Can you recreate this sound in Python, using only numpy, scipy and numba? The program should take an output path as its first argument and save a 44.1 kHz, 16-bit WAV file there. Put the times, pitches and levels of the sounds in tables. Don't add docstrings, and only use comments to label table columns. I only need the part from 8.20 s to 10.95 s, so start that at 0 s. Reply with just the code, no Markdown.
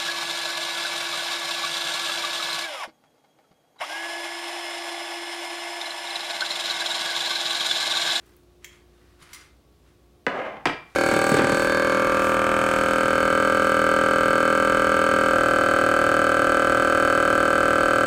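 import sys
import numpy as np
from scipy import signal
from scipy.fft import rfft, irfft, next_fast_len
from scipy.io import wavfile
from numba import njit

SR = 44100
rng = np.random.default_rng(int(sys.argv[2]) if len(sys.argv) > 2 else 0)


def inscribe(sig):
    pcm = np.round(np.clip(np.atleast_2d(sig).T, -1, 1) * 32767)
    wavfile.write(sys.argv[1], SR, pcm.astype(np.int16))


N = 121275
T = np.arange(N) / SR


def amp(db):
    return 10 ** (np.asarray(db) / 20)


def unit(x):
    return x / np.sqrt(np.mean(x ** 2))


def curve(points):
    return np.interp(T, *np.array(points).T)


def by_pitch(hz, points):
    points_hz, values = np.array(points).T
    return np.interp(np.log(hz + 1), np.log(points_hz), values)


def colour(x, spectrum):
    n = 2 * next_fast_len(N)
    hz = np.arange(n // 2 + 1) * SR / n
    cepstrum = irfft(np.log(amp(by_pitch(hz, spectrum))))
    cepstrum[1:n // 2] *= 2
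    cepstrum[n // 2 + 1:] = 0
    return unit(irfft(rfft(x, n) * np.exp(rfft(cepstrum)))[:N])


def cut(x, hz, kind, order=2):
    sos = signal.butter(order, np.minimum(hz, SR / 2 - 1000), kind, fs=SR, output="sos")
    return signal.sosfilt(sos, x + 1e-18)


def fade(t60_s):
    return np.exp(-np.minimum(np.log(1000) * T / t60_s, 100))


def burst(t60_s):
    return rng.standard_normal(N) * fade(t60_s)


def swell(centre_s, sigma_s):
    return np.exp(-((T - centre_s) / sigma_s) ** 2 / 2)


def place(x, start_s, energy_db=0):
    delayed = np.concatenate([np.zeros(int(start_s * SR)), x])[:N]
    return amp(energy_db) * delayed / np.sqrt(N)


def wander(rate_hz):
    return np.interp(T * rate_hz, np.arange(1000), rng.standard_normal(1000))


@njit
def resonate(x, hz, width_hz):
    y, band_state, low_state = np.empty(len(x)), 0., 0.
    for i in range(len(x)):
        gain, damping = np.tan(np.pi * hz[i] / SR), width_hz / hz[i]
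        band = (band_state + gain * (x[i] - low_state)) / (1 + gain * (gain + damping))
        band_state = 2 * band - band_state
        low_state += 2 * gain * band
        y[i] = damping * band
    return y


def strike(blows, modes, spectrum, ring_db, snap_db, crack_t60_s, chatter_t60_s=0):
    free_ring = sum((-1) ** k * amp(db) * np.sin(2 * np.pi * hz * T) * fade(t60_s)
                    for k, (hz, db, t60_s) in enumerate(modes))
    snap = colour(signal.unit_impulse(N), spectrum)
    hits = 0
    for start_s, energy_db, lowpass_hz in blows:
        ring = signal.fftconvolve(free_ring, burst(chatter_t60_s))[:N] if chatter_t60_s else free_ring
        crack = colour(burst(crack_t60_s), spectrum)
        hit = unit(amp(ring_db) * unit(ring) + amp(snap_db) * snap + crack)
        hits += place(cut(hit, lowpass_hz, "low"), start_s, energy_db)
    return hits


# (frequency [Hz], t60 [s])
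ROOM_DECAY = [(120, 0.34), (500, 0.36), (1500, 0.42), (3000, 0.38), (6000, 0.37), (12000, 0.2)]

def kitchen(x, wet_db, gap_s=0.004, build_s=0.0029):
    octaves_hz = 60 * 2. ** np.arange(9)
    noise, bins_hz = rfft(rng.standard_normal(N)), np.fft.rfftfreq(N, 1 / SR)
    octave = np.abs(np.log((bins_hz[:, None] + 1) / octaves_hz)).argmin(axis=1)
    tail = sum(irfft(noise * (octave == k), N) * fade(by_pitch(hz, ROOM_DECAY))
               for k, hz in enumerate(octaves_hz))
    tail *= 1 - np.exp(-T / build_s)
    return x + signal.fftconvolve(x, place(unit(tail), gap_s, wet_db))[:N]


# (frequency [Hz], relative level [dB])
AIR_SPECTRUM = [(20, -17), (40, -17), (60, 8.5), (110, -0.5), (300, -4), (550, -7.5), (1000, -16),
                (2000, -22), (3700, -21.5), (7000, -27.5), (15000, -31.5)]

def room_air(level_db=-60):
    return amp(level_db) * colour(rng.standard_normal(N), AIR_SPECTRUM)


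# (frequency [Hz], level [dB])
HUM_LINES = [(59.3, -63), (89.5, -74), (145, -72), (296, -72.5), (414.6, -75.5), (710.6, -80), (1127, -80)]
# (time [s], level [dB])
WHINE_LEVEL = [(0, -66), (.15, -63), (1.05, -63), (1.35, -75.5), (1.75, -66.5), (1.95, -66), (2.75, -94)]

def appliance(whine_hz=354.3, waver_db=1, drift_rad=0.092):
    def tone(hz):
        phase = 2 * np.pi * (hz * T + rng.random()) + drift_rad * wander(3.2)
        return np.sqrt(2) * np.sin(phase) * amp(waver_db * wander(4.8))

    hum = sum(amp(db) * tone(hz) for hz, db in HUM_LINES)
    return hum + amp(curve(WHINE_LEVEL)) * tone(whine_hz)


def crust(level_db=-70, grains_per_s=350, scatter_db=4):
    grains = (rng.random(N) < grains_per_s / SR) * rng.choice([-1, 1], N)
    crackle = cut(grains * amp(scatter_db * rng.standard_normal(N)), 3500, "high")
    return amp(level_db) * unit(crackle) * swell(centre_s=0.10, sigma_s=0.049)


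# (time [s], energy [dB], high-pass [Hz])
PIE_TICKS = [(.064, -37, 2400), (0.165, -33, 9800), (.234, -44, 2500)]

def pie_ticks(t60_s=0.022):
    return sum(place(unit(cut(burst(t60_s), hz, "high")), start_s, db) for start_s, db, hz in PIE_TICKS)


# (centre [s], sigma [s], level [dB])
RUB_SWELLS = [(0.082, 0.067, -65.5), (0.436, 0.011, -60.5), (0.542, 0.035, -61.5), (0.85, 0.13, -67),
              (1.026, 0.016, -56), (1.102, 0.058, -58.5), (1.196, 0.054, -55), (1.686, 0.038, -68),
              (2.72, 0.052, -60.5)]
# (frequency [Hz], relative level [dB])
RUB_SPECTRUM = [(60, 7), (400, -43), (750, -5), (1200, 8), (2200, 3), (3500, -0.5), (7000, -8.5),
                (11000, -11), (15000, -24)]

def rubs(grain_db=2):
    envelope = sum(amp(db) * swell(centre_s, sigma_s) for centre_s, sigma_s, db in RUB_SWELLS)
    friction = rng.standard_normal(N) * amp(grain_db * wander(250))
    return envelope * colour(friction, RUB_SPECTRUM)


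def hand_thud(hz=148, t60_s=0.28):
    thud = cut(np.sin(2 * np.pi * hz * T) * fade(t60_s), 190, "low", order=4)
    return place(unit(thud), start_s=1.017, energy_db=-21.5)


# (time [s], energy [dB], low-pass [Hz])
BLADE_BLOWS = [(.4445, -11, 15300), (.452, -23.5, 7000), (.530, -29, 4500)]
COUNTER_BLOWS = [(1.022, -27.5, 14000), (1.1315, -13.5, 15500), (1.138, -18.5, 16000),
                 (1.146, -16.5, 15000), (1.161, -25, 10600), (1.178, -30, 11000), (1.210, -23.5, 6500)]
# (frequency [Hz], relative level [dB], t60 [s])
BLADE_MODES = [(2090, -4, 0.06), (2200, -1, 0.082), (3200, -9.5, 0.14), (3330, -6, 0.04), (6345, -6, 0.057),
               (7000, 2.5, .016), (12200, -10, .03), (14250, -9, .025)]
COUNTER_MODES = [(1210, -1, 0.028), (2080, 8.5, 0.032), (3000, -10, 0.036), (4800, -4, 0.04),
                 (5880, 4, 0.03), (6060, 2, .022), (7000, 5, 0.02), (8200, 0.5, 0.029), (9630, 2.5, 0.038),
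                 (10700, 2.5, 0.019), (12200, -3, .025), (14300, 0, .012)]
# (frequency [Hz], relative level [dB])
BLADE_SPECTRUM = [(200, -26), (800, -15.5), (1900, 2.5), (3300, 2), (4300, -5), (7000, -2), (10000, -10.5),
                  (15000, -3.5)]
COUNTER_SPECTRUM = [(200, -36), (700, -24), (1200, -4.5), (2200, 1), (4000, 4.5), (8000, -2), (11500, -15),
                    (15000, -2)]

def knife():
    clink = strike(BLADE_BLOWS, BLADE_MODES, BLADE_SPECTRUM, ring_db=0, snap_db=-5.5, crack_t60_s=0.047)
    clatter = strike(COUNTER_BLOWS, COUNTER_MODES, COUNTER_SPECTRUM,
                     ring_db=3, snap_db=-10, crack_t60_s=0.07, chatter_t60_s=0.029)
    lifted = kitchen(clink + pie_ticks() + crust(), wet_db=-6)
    laid = kitchen(clatter + rubs() + hand_thud(), wet_db=-5.5)
    return lifted + laid


# (time [s], gain [dB])
ROLL_GAIN = [(2.066, -45), (2.085, -37), (2.14, -34), (2.163, -30), (2.20, -29.5), (2.23, -35.5),
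             (2.265, -32.5), (2.31, -37.5), (2.37, -38), (2.45, -51)]
# (time [s], frequency [Hz])
BOX_PITCH = [(2.09, 587), (2.21, 533), (2.29, 655)]
# (frequency [Hz], relative level [dB])
RUNNER_SPECTRUM = [(50, -18.5), (170, 0), (420, 6), (800, 3), (1700, -3), (2400, -9), (3000, -13.5),
                   (3700, -22.5), (6000, -28.5), (15000, -51)]
# (frequency [Hz], width [Hz], gain when fast [dB], gain when slow [dB])
PANEL_MODES = [(185, 26, -10, -4), (685, 32, -8, -3), (800, 36, -1, 7), (970, 23, -3, -12),
               (1076, 33, 1, 1.5), (1217, 35, 5.5, -10), (1626, 67, 1.5, -13), (2030, 206, -4, -12)]

def drawer_roll(start_s, stop_s, slows_s=2.26, slowing_s=0.12, judder_db=2,
                box_db=-1, panels_db=-3.5, rasp_db=-4, scrape_db=-47.5):
    judder = amp(judder_db * wander(130))
    slow = np.clip((T - slows_s) / slowing_s, 0, 1)

    def bumps():
        return rng.standard_normal(N) * judder

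    def shaken(hz, width_hz):
        return resonate(bumps(), hz * np.ones(N), float(width_hz))

    box = shaken(curve(BOX_PITCH), width_hz=100)
    box = amp(box_db) * unit(cut(box, [250, 1200], "band"))
    panels = sum(amp(fast_db + slow * (slow_db - fast_db)) * shaken(hz, width_hz)
                 for hz, width_hz, fast_db, slow_db in PANEL_MODES)
    panels = amp(panels_db) * unit(cut(panels, 3500, "low", order=6))
    rasp = amp(rasp_db) * colour(bumps(), RUNNER_SPECTRUM)
    dull_rasp = amp(-5) * cut(rasp, 4400, "low", order=1)
    roll = panels + (1 - slow) * (box + rasp) + slow * dull_rasp
    scrape = unit(cut(shaken(2780, width_hz=230), 2850, "low", order=6))
    scrape *= amp(scrape_db) * swell(centre_s=2.24, sigma_s=0.037)
    moving = (T > start_s) & (T < stop_s)
    return moving * (amp(curve(ROLL_GAIN)) * roll + scrape)


def through_wood(x, dispersion=1.19, knee_hz=60):
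    n = 2 * next_fast_len(N)
    lag_cycles = dispersion * np.log1p(np.fft.rfftfreq(n, 1 / SR) / knee_hz)
    return irfft(rfft(x, n) * np.exp(-2j * np.pi * lag_cycles))[:N]


def contents_sizzle(start_s, energy_db=-25, t60_s=0.18):
    return place(unit(cut(burst(t60_s), 13000, "high", order=6)), start_s, energy_db)


# (time [s], energy [dB], low-pass [Hz])
NUDGE_BLOWS = [(2.0660, 8.5, 6150), (2.0699, 1, 2200), (2.081, -1, 2900), (2.368, -15.5, 4700)]
STOP_BLOWS = [(2.4554, 9.5, 8760), (2.4592, 7, 7000), (2.462, 1.5, 2970), (2.494, 2, 3350)]
RATTLE_BLOWS = [(2.4675, -4, 8900), (2.4712, 5, 5330), (2.4765, -11, 9000), (2.533, -10.5, 3900)]
# (frequency [Hz], relative level [dB], t60 [s])
DRAWER_MODES = [(175, -11, 0.19), (274, -8.5, 0.1), (492.4, 4.5, 0.06), (567, -2.5, 0.1), (739, -12, 0.13),
                (978, 3, 0.046), (1266, -3, 0.075), (1477, 5, 0.033), (1980, 4.5, 0.022), (2990, -1, 0.018)]
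CABINET_MODES = [(164.6, 2.5, 0.36), (276, -1.5, .15), (424.5, 5.5, 0.13), (629, 7, 0.11),
                 (820, 5.5, 0.044), (1011, 8, 0.072), (1292, 3, 0.26), (1685, -14, 0.037),
                 (1930, 21.5, 0.02), (2050, 14, 0.036)]
CONTENTS_MODES = [(1650, -15, 0.37), (1910, -20, 0.46), (2360, -11, 0.49), (2416, 5, 0.03),
                  (2840, -17, 0.03), (3270, 4.5, 0.019), (4710, -5, 0.025)]
# (frequency [Hz], relative level [dB])
DRAWER_SPECTRUM = [(40, -40), (150, 5), (450, -1.5), (1000, -4), (2100, -3), (3300, -10), (4200, -20.5),
                   (8000, -29.5), (15000, -29)]
CABINET_SPECTRUM = [(40, -24), (130, 4.5), (220, -2.5), (700, 4.5), (2200, 0), (3500, -9), (5000, -13),
                    (7500, -22), (10000, -23.5), (15000, -43)]

def drawer():
    start_s, stop_s = NUDGE_BLOWS[0][0], STOP_BLOWS[0][0]
    nudge = strike(NUDGE_BLOWS, DRAWER_MODES, DRAWER_SPECTRUM, ring_db=4, snap_db=1, crack_t60_s=0.026)
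    bang = strike(STOP_BLOWS, CABINET_MODES, CABINET_SPECTRUM,
                  ring_db=-3.5, snap_db=-5, crack_t60_s=0.033)
    rattle = strike(RATTLE_BLOWS, CONTENTS_MODES, CABINET_SPECTRUM,
                    ring_db=-3, snap_db=0, crack_t60_s=0.049)
    travel = kitchen(through_wood(nudge) + drawer_roll(start_s, stop_s), wet_db=-6.5)
    arrival = kitchen(through_wood(bang) + rattle + contents_sizzle(stop_s), wet_db=-7.5)
    return travel + arrival


def scene():
    return (knife() + drawer() + appliance() + room_air())[None]


def record(dry, ceiling=0.55, top_hz=15800):
    lowpass = signal.ellip(10, 0.2, 70, top_hz, fs=SR, output="sos")
    return signal.sosfilt(lowpass, ceiling * np.tanh(dry / ceiling))


dry = scene()
out = record(dry)
inscribe(out)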